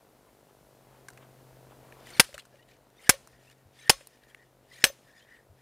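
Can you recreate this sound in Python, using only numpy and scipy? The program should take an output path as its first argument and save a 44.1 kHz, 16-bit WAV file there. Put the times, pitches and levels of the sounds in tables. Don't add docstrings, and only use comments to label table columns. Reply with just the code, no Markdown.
import sys
import numpy as np
from scipy import signal
from scipy.fft import rfft, irfft
from scipy.io import wavfile
from scipy.ndimage import uniform_filter1d

SR = 44100
rng = np.random.default_rng(int(sys.argv[2]) if len(sys.argv) > 2 else 0)


def voltage_ratio(level):
    return 10 ** (np.asarray(level, float) / 20)


def bounce(signal):
    frames = np.transpose(np.atleast_2d(signal))
    limited = np.clip(frames, -1, 1)
    pcm = np.round(limited * 32767).astype(np.int16)
    wavfile.write(sys.argv[1], SR, pcm)


N = 247401

# time in seconds, traffic level in dB, motor hum level in dB.
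STREET = [(0, -63, -86), (.55, -66, -78), (1.22, -62.5, -69), (1.48, -64.5, -68), (2.09, -61, -73),
          (2.4, -62, -72), (2.97, -61.5, -74), (3.2, -60, -75.5), (3.4, -63, -69), (3.8, -63, -71),
          (4.2, -64.5, -76.5), (4.8, -61.5, -69.5), (5.35, -63.5, -79), (5.61, -62.5, -68.5)]
# frequency in Hz, level in dB per Hz.
TRAFFIC = [(15, -42.5), (25, -16), (54, 1), (75, -16.5), (123, 4), (155, -7), (248, -3), (320, -8.5),
           (499, -3), (2070, -21), (4000, -27.5), (5200, -58), (8800, -120)]
# frequency in Hz, level in dB.
HUM = [(129.2, 2), (258.4, -13.5)]
# frequency in Hz, level in dB per Hz.
HISS = [(880, -28), (1500, -7), (1660, -12), (3090, -12), (3620, -8), (4420, -11.5), (16000, -13)]
# time in seconds, gain in dB.
GAIN = [(0, 2), (1, 4.5), (2.19, 7.5), (2.21, -0.5), (5.61, -1.5)]
# frequency in Hz, left minus right in dB.
LEFT_BIAS = [(100, 2.5), (1000, 2), (4000, 2), (15000, 2)]
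# start in seconds, length in seconds, level in dB.
SCUFFS = [(0.248, 0.07205, -70.5), (0.471, 0.0443, -68), (0.863, 0.1739, -65.5), (1.188, 0.07144, -60.5),
          (1.695, 0.046, -62), (1.799, 0.4116, -64.5)]
# frequency in Hz, level in dB per Hz.
DIRT = [(800, 11), (1200, -2.5), (2200, -4.5), (3500, -11), (5000, -39.5)]
# start in seconds, peak in dB, pitch in Hz, 60 dB decay in seconds.
KNOCKS = [(2.291, -38, 548.5, 0.02509), (2.33, -44, 62, .12), (2.343, -32, 579.7, 0.03209),
          (2.541, -46.5, 558, 0.0611), (3.138, -31.5, 550.8, 0.04886), (3.32, -48, 58, .12),
          (3.655, -42, 96.4, 0.08688), (3.925, -34.5, 45.19, 0.1082), (4.009, -39, 545, 0.02226),
          (4.863, -30, 550, .05), (4.9, -32, 566.1, 0.03702), (5.495, -42, 92.2, 0.12252)]
# start in seconds, peak in dB, knock in dB, chatter 60 dB decay in seconds, knock pitch in Hz.
TAPS = [(1.0847, -31.5, 3.5, 0.02564, 1666), (1.1023, -40.5, -1.5, 0.02879, 1510),
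        (1.1745, -41, 7, 0.02693, 2090), (2.0706, -40, 4, 0.0165, 1945), (2.1034, -42, -2, 0.02027, 2100),
        (2.2517, -37.5, -1, 0.0196, 2991), (2.3425, -33.5, 0, 0.0417, 3025),
        (2.3504, -43, 7.5, 0.0757, 1497), (2.3796, -31, 5.5, 0.02005, 1733),
        (2.3889, -36, 3, 0.01766, 2860), (2.3943, -35.5, 9.5, 0.0515, 3277),
        (2.453, -44, 2.5, 0.03326, 1305), (2.5567, -54, 11, 0.02182, 2416),
        (2.626, -54.5, 13.5, 0.0295, 2997), (2.688, -51.5, 3.5, 0.04, 3114),
        (4.0086, -43.5, 12, 0.0178, 1900), (4.235, -52.5, 15.5, 0.02674, 3711),
        (4.8737, -27, -5.5, 0.01875, 2980)]
# start in seconds, peak in dB, knock in dB, level above 9 kHz in dB, knock pitch in Hz.
TICKS = [(1.134, -46, -3, -9, 2000), (1.924, -38, 14, -2.5, 1800), (2.004, -48.5, 7.5, -8.5, 3500),
         (2.329, -44, 12, -6.5, 1700), (2.422, -48, 6.5, -8.5, 2500), (2.7404, -56.5, 5.5, -7.5, 3000),
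         (2.9022, -51, -3.5, -4.5, 2000), (3.274, -37, 1, 0, 1300), (3.4997, -44, -3, -9, 1800),
         (4.0715, -33, -1.5, 6, 1200), (4.1736, -53, 3, -5, 3000), (4.347, -35, 16, -5, 2250),
         (5.3652, -52.5, 13.5, -5.5, 2400)]
# frequency in Hz, level in dB.
TAP_MODES = [(2950, -3), (4200, -1), (4620, -3.5), (5850, -4), (6450, -7.5), (7000, -5.5), (7600, -0.5),
             (8720, -0.5), (9800, 1), (11300, 0.5), (13300, 0)]
# frequency in Hz, width in Hz, level in dB.
SQUEAL = [(1747.5, 120, -8), (1839.3, 91, 4), (1900, 210, 1)]
# frequency in Hz, width in Hz, level in dB.
RASP = [(3042, 170, -1.5), (3685.2, 130, -2), (3987, 400, 0), (5122.5, 480, -1.5), (5832, 66, -7),
        (5536, 660, -7), (7229.3, 110, -6.5), (8440, 120, -9.5), (9036, 170, -3.5), (10260, 200, -13)]
# frequency in Hz, level in dB per Hz.
GRIT = [(1200, -4.5), (2500, -2), (4500, -6), (7000, -10.5), (11000, -10.5), (15000, -20.5)]
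# length in seconds, squeal in dB and rasp in dB at the top.
THROWS = [
    (0.2, -50.5, -49),
    (0.14, -50, -54.5),
    (0.2, -51, -56),
    (0.18, -50, -53),
]
# start in seconds, length in seconds, squeal in dB, rasp in dB.
DRAGS = [(2.488, 0.13697, -74, -70.5), (2.669, 0.09694, -66, -64.5), (3.28, 0.14, -66.5, -69),
         (3.38, 0.17, -69.5, -66), (3.502, 0.035, -63, -62.5), (3.557, 0.07544, -71.5, -72.5),
         (4.087, 0.1286, -69.5, -70), (4.214, 0.04735, -65, -67.5), (4.268, 0.06767, -63, -65.5),
         (4.325, 0.15226, -63, -71), (5.031, 0.1363, -66.5, -67), (5.134, 0.1261, -62, -64),
         (5.255, 0.14465, -57, -67), (5.561, 0.0985, -69, -70)]
# start in seconds, length in seconds, start pitch in Hz, end pitch in Hz, level in dB.
SQUEAKS = [(2.51, .05, 1650, 1750, -64), (2.57, .07, 1850, 1950, -64), (2.56, .09, 2600, 3100, -68),
           (2.955, .02, 3400, 3350, -60), (2.972, .02, 3700, 3600, -61), (3.03, .06, 8950, 8850, -66),
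           (3.44, .09, 2200, 3200, -65), (3.855, .035, 8950, 8850, -62), (4.28, .04, 3350, 3250, -65),
           (4.28, .04, 2050, 2000, -62), (4.35, .1, 1850, 1900, -60), (4.69, .06, 1750, 2050, -62),
           (5.05, .08, 1800, 1650, -62), (5.19, .06, 2800, 3400, -64), (5.165, .035, 5000, 4950, -66),
           (5.17, .05, 6900, 6900, -68), (5.28, .08, 1850, 1950, -54), (5.35, .06, 1900, 1780, -57),
           (5.33, .08, 7700, 7900, -77), (5.15, .04, 9000, 8750, -71), (5.165, .04, 3350, 3600, -66)]
# middle in seconds, pitch in Hz, level in dB.
BITES = [(2.072, 1945, -55.5), (2.105, 2134, -53.5), (2.107, 8893, -55), (2.131, 1384, -53.5),
         (2.138, 3606, -57.5), (2.14, 4457, -53), (2.151, 3203, -57), (2.152, 2229, -49.5),
         (2.154, 4189, -53.5), (2.158, 8910, -58), (2.166, 2859, -56), (2.174, 1758, -55),
         (2.174, 3530, -51), (2.174, 8887, -59.5), (2.181, 4269, -52), (2.996, 2110, -60.5),
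         (3.005, 2037, -62), (3.027, 2098, -66), (3.027, 9283, -65), (3.042, 1293, -56.5),
         (3.046, 8893, -61.5), (3.047, 2139, -55.5), (3.047, 4350, -66.5), (3.049, 3083, -63.5),
         (3.063, 2888, -58.5), (3.069, 3360, -60.5), (3.071, 8910, -70), (3.072, 1720, -51),
         (3.793, 3476, -62), (3.794, 2143, -57), (3.794, 8304, -68.5), (3.802, 6200, -65.5),
         (3.805, 8140, -67.5), (3.81, 3920, -59), (3.81, 9049, -68), (3.816, 2403, -64.5),
         (3.825, 6460, -62.5), (3.835, 3902, -56), (3.848, 3270, -60.5), (3.864, 2930, -63.5),
         (3.864, 3564, -66), (3.866, 1822, -55.5), (3.871, 8892, -62.5), (4.718, 1980, -58.5),
         (4.736, 2075, -60), (4.742, 4029, -59.5), (4.751, 2274, -57), (4.753, 8969, -64.5),
         (4.756, 4154, -64.5), (4.762, 1854, -54.5), (4.787, 1912, -57), (4.799, 3880, -67.5),
         (4.811, 3320, -63.5), (4.812, 1636, -57), (4.815, 6998, -64.5), (4.815, 8904, -63),
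         (4.823, 1920, -53.5), (4.824, 5210, -55.5)]
# start in seconds, crack in dB, free ringing in seconds, thud in dB.
BLOWS = [
    (2.1961, -1, 0.0483, -9.5),
    (3.0929, -4, 0.05992, -15),
    (3.8945, -5, 0.044, -19),
    (4.8395, -7, 0.054975, -16),
]
# time in seconds, level in dB, 60 dB decay in seconds.
CONTACTS = [
    [(2.197, 0, 0.031), (2.2015, -4.5, 0.019), (2.2088, -18, .02), (2.2165, -30.5, .03),
     (2.237, -38, 0.03538), (2.245, -39.5, 0.03343)],
    [(3.0932, 1, 0.029593), (3.0958, -5, 0.03192), (3.1045, -18, .02), (3.1115, -25, .02),
     (3.119, -28.5, .03)],
    [(3.8953, -1.5, 0.03196), (3.8963, -1, 0.02456), (3.8987, -4, 0.01024), (3.9015, -12.5, 0.03701),
     (3.9125, -24, 0.02714), (3.9195, -29.5, .02), (3.926, -33, .03)],
    [(4.8398, -7, 0.0131), (4.8408, 3.5, 0.012684), (4.843, -13.5, 0.06329), (4.847, -13.5, 0.01699),
     (4.8495, -13.5, 0.0329), (4.865, -26, 0.04415)],
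]
# frequency in Hz, level in dB per Hz.
CRACK = [(350, -43), (600, -13.5), (2040, -2), (4460, -10), (5190, -1), (6920, -11.5), (9890, -6),
         (10700, -10.5), (16000, -19.5)]
# frequency in Hz, 60 dB decay in seconds, levels in dB in blows 1, 2, 3, 4.
CLANK = [(171, 0.0066, -16.5, -19, -24, -21), (507.14, 0.041, -11.5, -17, -13, -19.5),
         (780, 0.02, -4, -6.5, -1, -8), (950, .025, -14, -18, -5, -16), (1187.8, 0.03, -12, -16, -19, -17),
         (1581.1, 0.047, -3, -20, -17, -21), (1950, .03, -16, -3, -18, -18),
         (2300, .02, -12, -10, -24, -12), (2920, .02, -16, -20, -4, -20), (5600, .015, -14, -8, -12, -4)]
# frequency in Hz, width in Hz, level in dB.
STEEL = [
    [(2090, 130, -4.5), (2666, 92, -5.5), (3534.8, 89, -9), (5159.2, 150, -1.5), (6363, 100, -9.5),
     (6835, 290, -14), (8075, 97, -14.5), (8720, 130, -6.5), (9128, 120, -9.5), (9740, 130, 0),
     (10324, 110, -9), (12070, 120, -13.5), (14255, 250, -18)],
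    [(1590, 110, -1.5), (2740.2, 250, -8.5), (3470, 170, -11), (5280, 100, 1), (6400, 100, -5.5),
     (6740, 89, -5.5), (7600.8, 180, -3), (8714, 290, -7.5), (9964, 130, -2), (11073, 180, -9.5),
     (12128, 230, -7), (13500, 190, -11.5), (14500, 280, -9.5)],
    [(1900, 110, -6), (2879.5, 220, -3.5), (3360, 110, -7.5), (5210, 180, 1.5), (5560, 92, -9.5),
     (6673.4, 130, -7.5), (7406, 150, -12.5), (8631, 87, -12), (9843.5, 140, -6.5), (10111, 120, -16),
     (11663, 170, -15.5), (13266, 110, -12.5), (14240, 180, -18.5)],
    [(1731.9, 200, -2), (2915.2, 330, 1.5), (3320, 200, -3), (3988.9, 180, -3.5), (5351, 160, 0),
     (6163.2, 110, -9), (6553.1, 93, -13.5), (8040, 150, -6), (8680.6, 120, -9.5), (9689.8, 180, -6.5),
     (10419, 150, -14.5), (12466, 120, -12), (13400, 330, -15.5)],
]
STEEL_DB = [-10, -10, -9, -9]
# frequency in Hz, 60 dB decay in seconds, levels in dB in blows 1, 2, 3, 4.
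RING = [(545, 0.36, -56.5, -39, -41, -36), (1096.2, 0.31, -60, -48.5, -44.5, -48),
        (1820, 0.21, -51.5, -43.5, -49, -38), (2030, 0.18, -52.5, -46.5, -50, -48),
        (2930, 0.11, -51, -45.5, -47.5, -39.5), (4124, 0.5, -54.5, -56, -51.5, -51.5),
        (4313, .2, -55, -49.5, -42, -49), (5218, .25, -47.5, -53, -43, -52.5),
        (6200, 0.31, -59, -46, -41, -36), (8781, .15, -48.5, -45.5, -51, -46.5),
        (9700, .12, -43.5, -52.5, -50, -44), (13350, .2, -58, -51, -53, -53.5),
        (14540, .2, -56.5, -55.5, -57, -32.5)]
# frequency in Hz, 60 dB decay in seconds, levels in dB in blows 1, 2, 3, 4.
LINGER = [(1826.7, .4, -66.5, -67, -60, -70), (4350, 0.36, -60.5, -69.5, -61.5, -64.5),
          (4655, .3, -65.5, -68.5, -60, -65.5), (5114.7, .9, -72, -72, -63.5, -71),
          (5110, .6, -70, -71, -65, -70), (5226, .3, -67, -65, -61, -67),
          (8835, 0.45, -69, -65.5, -63, -63), (9908, .3, -55, -63, -66, -66.5)]
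# rattling tail in dB, far echoes in dB, ground boom in dB.
AFTERMATH = [
    (-39, -47, -29),
    (-36.5, -52, -27),
    (-35.5, -49, -27),
    (-35, -52, -31),
]
# frequency in Hz, level in dB per Hz.
TAIL = [(300, -8.5), (700, -5), (1800, -2), (4500, -4), (7000, -6.5), (10000, -7.5), (13000, -11.5),
        (16000, -17.5)]
# frequency in Hz, 60 dB decay in seconds.
TAIL_T60 = [(300, 0.055), (1500, 0.3), (5000, 0.18), (15000, 0.14)]
# frequency in Hz, level in dB per Hz.
FAR = [(900, -6.5), (2000, 0.5), (5000, -2), (9000, -4.5), (12000, -11.5), (15000, -21.5)]


def rms_one(x):
    return x / np.sqrt(np.mean(x ** 2) + 1e-20)


def peak_one(x):
    return x / np.abs(x).max()


def in_time(rows):
    s, *columns = np.transpose(rows)
    return [np.interp(np.arange(N) / SR, s, c) for c in columns]


def at_hz(points, hz):
    table_hz, values = np.transpose(points)
    return np.interp(np.log(hz), np.log(table_hz), values)


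def add(track, s, sound):
    i = round(s * SR)
    track[i:i + len(sound)] += sound[:N - i]


def dying(t, t60):
    return voltage_ratio(-60 * t / t60)


def drift(rate, size=N):
    knots = rng.standard_normal(int(size / SR * 800) + 2)
    return np.interp(np.arange(size) / SR * min(rate, 800), np.arange(len(knots)), knots)


def band_pass(x, low_hz, high_hz):
    return signal.sosfilt(signal.butter(2, [low_hz, high_hz], "band", fs=SR, output="sos"), x)


def ring(clicks, hz, t60):
    r, w = dying(1 / SR, t60), 2 * np.pi * hz / SR
    return signal.lfilter([0, np.sin(w)], [1, -2 * r * np.cos(w), r * r], clicks + 1e-18)


def bands(spectrum, shape, size):
    low_end, high_end = spectrum[0][0], spectrum[-1][0]
    edges = np.geomspace(low_end, high_end, int(2 * np.log2(high_end / low_end)) + 1)
    white = rng.standard_normal((2, size))
    out, flat = 0, 0
    for k, (low, high) in enumerate(zip(edges, edges[1:])):
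        hz = np.sqrt(low * high)
        band = voltage_ratio(at_hz(spectrum, hz)) * band_pass(white[k % 2], low, high)
        out = out + band * shape(hz)
        flat = flat + band
    return out / np.sqrt(np.mean(flat ** 2))


def street():
    traffic_db, hum_db = in_time(STREET)
    gain_db = in_time(GAIN)[0]
    rumble = bands(TRAFFIC, lambda hz: voltage_ratio(0.57 * drift(8.9)), size=N)
    seconds = np.cumsum(1 + 0.0064 * drift(7.9)) / SR
    hum = sum(voltage_ratio(db) * np.sin(2 * np.pi * hz * seconds) for hz, db in HUM)
    return voltage_ratio(traffic_db + gain_db - 2.5) * rumble + voltage_ratio(hum_db + gain_db + 4.2) * hum


def camera_noise():
    ticks = np.zeros(N)
    at = np.arange(round(0.0097 * SR), N, SR // 50)
    ticks[at] = voltage_ratio(rng.normal(0, 1.0, len(at)))
    buzz = band_pass(ticks, 250, 740)
    buzz = voltage_ratio(-55) * buzz / np.median(buzz[at + 12])
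    hiss = voltage_ratio(-72.5) * bands(HISS, lambda hz: 1, size=N)
    whine = voltage_ratio(-86.5) * np.sin(2 * np.pi * 12700 * np.arange(N) / SR + 3.5 * drift(60))
    return voltage_ratio(in_time(GAIN)[0]) * (buzz + hiss + whine)


def scuffs():
    out = np.zeros(N)
    for s, length_s, db in SCUFFS:
        size = round(length_s * SR)
        grit = bands(DIRT, lambda hz: voltage_ratio(3.5 * drift(69.6, size=size)), size=size)
        add(out, s, voltage_ratio(db) * grit * np.sin(np.pi * np.arange(size) / size))
    return out


def knocks():
    out, t = np.zeros(N), np.arange(SR // 4) / SR
    for s, peak_db, hz, t60 in KNOCKS:
        swell = 1 - np.exp(-t * hz / 1.1)
        add(out, s, voltage_ratio(peak_db) * np.sin(2 * np.pi * hz * t) * swell * dying(t, t60))
    return out


def chatter(t, t60):
    contacts = rng.standard_normal(len(t)) * rng.exponential(1, len(t))
    return contacts * (1 - np.exp(-t / 0.0001)) * dying(t, t60)


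def tap(t, knock_db, high_db, knock_hz, t60):
    push = chatter(t, max(t60, .001)) + 4.9 * (t == 0)
    modes = 0
    for hz, db in TAP_MODES:
        treble_db = high_db * (int(hz > 9000) + int(hz > 12000))
        mode_db = db + rng.normal(0, 1.7) + treble_db
        modes = modes + voltage_ratio(mode_db) * peak_one(ring(push, hz, 0.0038))
    knock = peak_one(ring(push, knock_hz, .008)) + 0.93 * peak_one(ring(push, 1.25 * knock_hz, .004))
    edge = peak_one(band_pass(push, 3000, 6900))
    edge = edge + voltage_ratio(1.5 * high_db) * peak_one(band_pass(push, 9000, 9600))
    after_ring = peak_one(ring(push, 8900, 0.078) + 0.51 * ring(push, 7500, 0.06))
    return modes + voltage_ratio(-10.5) * after_ring + voltage_ratio(-1) * edge + voltage_ratio(knock_db + 4.0) * knock


def taps():
    out, t = np.zeros(N), np.arange(SR // 12) / SR
    no_bass = signal.butter(3, 900, "high", fs=SR, output="sos")
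    tap_high_db, tick_t60_s = -14, 0.008215
    touches = [(s, db, knock_db, tap_high_db, hz, t60) for s, db, knock_db, t60, hz in TAPS]
    touches += [(*tick, tick_t60_s) for tick in TICKS]
    for s, peak_db, knock_db, high_db, knock_hz, t60 in touches:
        touch = tap(t, knock_db, high_db, knock_hz, t60)
        add(out, s, voltage_ratio(peak_db) * peak_one(signal.sosfilt(no_bass, touch)))
    return out


def scrape(modes, per_s, patchy_db, size=N):
    strength = voltage_ratio(2.0 * np.minimum(rng.exponential(1, size), 3))
    slips = (rng.random(size) < per_s / SR) * rng.standard_normal(size) * strength
    out = 0
    for hz, width, db in modes:
        twice = ring(ring(slips, hz, 1.0 / width), hz, 1.0 / width)
        out = out + voltage_ratio(db + patchy_db * drift(35, size=size)) * rms_one(twice)
    return rms_one(out)


def squeak(length_s, start_hz, end_hz, clear):
    t = np.arange(round(length_s * SR)) / SR
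    hz = start_hz + (end_hz - start_hz) * t / length_s
    blur = clear + drift(260, size=len(t))
    return np.sin(2 * np.pi * np.cumsum(hz) / SR) * np.sin(np.pi * t / length_s) * blur


def strokes():
    t, levels = np.arange(N) / SR, np.full((2, N), -120.)
    squeal_rise_db, rasp_rise_db, rasp_grip_db, grip_share = 33.5, 8, 15.5, 0.4533
    lift_off_s, lift_off_db_per_s = 0.012, 899.5
    drag_edge_db = 9
    for (blow_s, *_), (length_s, squeal_db, rasp_db) in zip(BLOWS, THROWS):
        left = (blow_s - lift_off_s - t) / length_s
        loose = np.maximum(left - grip_share, 0) / (1 - grip_share)
        throw = [squeal_db - squeal_rise_db * left, rasp_db - rasp_rise_db * left - rasp_grip_db * loose]
        easing = np.array([[squeal_db], [rasp_db]]) + lift_off_db_per_s * length_s * left
        levels = np.where(t < blow_s, np.maximum(levels, np.minimum(throw, easing)), levels)
    for s, length_s, squeal_db, rasp_db in DRAGS:
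        off_middle = 2 * (t - s) / length_s - 1
        drag = np.array([[squeal_db], [rasp_db]]) - drag_edge_db * off_middle ** 2
        levels = np.maximum(levels, drag)
    return uniform_filter1d(levels, size=200)


def streaks():
    out = np.zeros(N)
    for place, pitch, glide, size in rng.random((2500, 4)):
        hz = 2300 * 3.2 ** pitch ** 2.3
        streak = squeak(.008 + 0.014 * size, hz, hz * (0.9 + 0.15 * glide), clear=.3)
        add(out, place * N / SR, voltage_ratio(5 * size) * streak)
    return rms_one(out)


def slides():
    squeal = scrape(SQUEAL, 4000, patchy_db=3.5)
    rasp = scrape(RASP, 2600, patchy_db=4.0)
    grit = bands(GRIT, lambda hz: voltage_ratio(2.5 * drift(60)), size=N)
    squeal_db, rasp_db = strokes()
    friction = voltage_ratio(-7.5) * rasp + voltage_ratio(-7.0) * streaks() + voltage_ratio(-4.5) * grit
    out = voltage_ratio(squeal_db - 2.5) * squeal + voltage_ratio(rasp_db + 2.5 * drift(220)) * friction
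    for s, length_s, start_hz, end_hz, db in SQUEAKS:
        add(out, s, voltage_ratio(db - 3.5) * squeak(length_s, start_hz, end_hz, clear=0.91))
    bite_s, sag_hz = .017, 90
    for s, hz, db in BITES:
        bite = squeak(bite_s, hz + sag_hz, hz - sag_hz, clear=1.3) / 1.3
        add(out, s - bite_s / 2, voltage_ratio(db + 1.5) * bite)
    return out


def landing(k, t):
    force = 0
    for s, db, t60 in CONTACTS[k]:
        since = np.maximum(t + BLOWS[k][0] - s, 0)
        force = force + voltage_ratio(db) * (1 - np.exp(-since / 0.00027)) * dying(since, t60)
    return force


def impact(k, t):
    _, crack_db, _, thud_db = BLOWS[k]
    force = landing(k, t)
    strike = np.maximum(np.diff(force, prepend=0), 0) ** 2
    crack = force * bands(CRACK, lambda hz: voltage_ratio(2.6 * drift(260, size=len(t))), size=len(t))
    modes = [(hz, .5 * t60, db[k] - 12.0) for hz, t60, *db in CLANK]
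    modes += [(hz, 2.2 / (width * 1.4), db + STEEL_DB[k]) for hz, width, db in STEEL[k]]
    clank = 0
    for m, (hz, t60, db) in enumerate(modes):
        rough = peak_one(ring(force ** 1.3 * rng.standard_normal(len(t)), hz, t60))
        clean = (-1) ** m * peak_one(ring(strike, hz, t60))
        clank = clank + voltage_ratio(db) * (rough + 1.2 * clean)
    thud = np.sin(2 * np.pi * 270 * t) + 0.43 * np.sin(2 * np.pi * 110 * t)
    thud = voltage_ratio(thud_db) * thud * dying(t, 0.014)
    no_rumble = signal.butter(2, 75, "high", fs=SR, output="sos")
    return signal.sosfilt(no_rumble, voltage_ratio(crack_db - 6.0) * crack + clank + thud)


def struck(t, modes, k, broken_db):
    out = 0
    for hz, t60, *db in modes:
        level = voltage_ratio(db[k] + broken_db * drift(45, size=len(t)))
        out = out + level * np.sin(2 * np.pi * (hz * t + rng.random())) * dying(t, t60)
    return out


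def after_blow(k, t):
    free_s = BLOWS[k][2]
    tail_db, far_db, _ = AFTERMATH[k]
    size = len(t)
    caught = dying(np.maximum(t - free_s, 0), 0.12)

    def tail_shape(hz):
        return dying(t, at_hz(TAIL_T60, hz)) * voltage_ratio(2.7 * drift(99, size=size))

    scatter = bands(TAIL, tail_shape, size=size)
    rattle = voltage_ratio(-4.5) * scrape(RASP, 3400, patchy_db=6.5, size=size) * dying(t, 0.2)
    echoes = bands(FAR, lambda hz: voltage_ratio(1.5 * drift(40, size=size)), size=size) * dying(t, 0.58)
    shake = voltage_ratio(-47.5) * np.sin(2 * np.pi * 45 * t) * dying(t, .3)
    free = struck(t, RING, k, broken_db=2.5) + shake + voltage_ratio(tail_db) * (scatter + rattle)
    linger = struck(t, LINGER, k, broken_db=4.0) * (1.3 + .7 * drift(160, size=size))
    return free * caught + linger + voltage_ratio(far_db) * echoes


def blows():
    out, t, short = np.zeros(N), np.arange(SR * 2 // 5) / SR, np.arange(SR // 10) / SR
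    for k, (s, *_) in enumerate(BLOWS):
        boom = voltage_ratio(AFTERMATH[k][2]) * np.sin(2 * np.pi * 68 * short) * dying(short, .04)
        add(out, s, impact(k, short) + boom)
        add(out, s, after_blow(k, t))
    return out


def capsules(mid, bias):
    spectrum, hz = rfft(mid), np.maximum(np.arange(N // 2 + 1) * SR / N, 1)
    late = voltage_ratio(-34) * np.exp(-2j * np.pi * hz * 0.00096)
    tilt = voltage_ratio(bias * at_hz(LEFT_BIAS, hz) / 2)
    left = irfft(spectrum * (tilt + late), N)
    right = irfft(spectrum * (1 / tilt - late), N)
    return np.array([left, right])


def scene():
    quiet = street() + camera_noise() + scuffs() + knocks() + taps() + slides()
    return capsules(quiet, bias=0.87) + capsules(blows(), bias=.4)


def low_pass(x):
    return signal.sosfilt(signal.butter(12, 16490, fs=SR, output="sos"), x)


def record(dry):
    thin = signal.sosfilt(signal.butter(2, 30, "high", fs=SR, output="sos"), dry)
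    overloaded = np.clip(thin, -.86, .86)
    cut = signal.cheby2(10, 60, 16800, fs=SR, output="sos")
    return low_pass(signal.sosfilt(cut, overloaded))


dry = scene()
out = record(dry)
bounce(out)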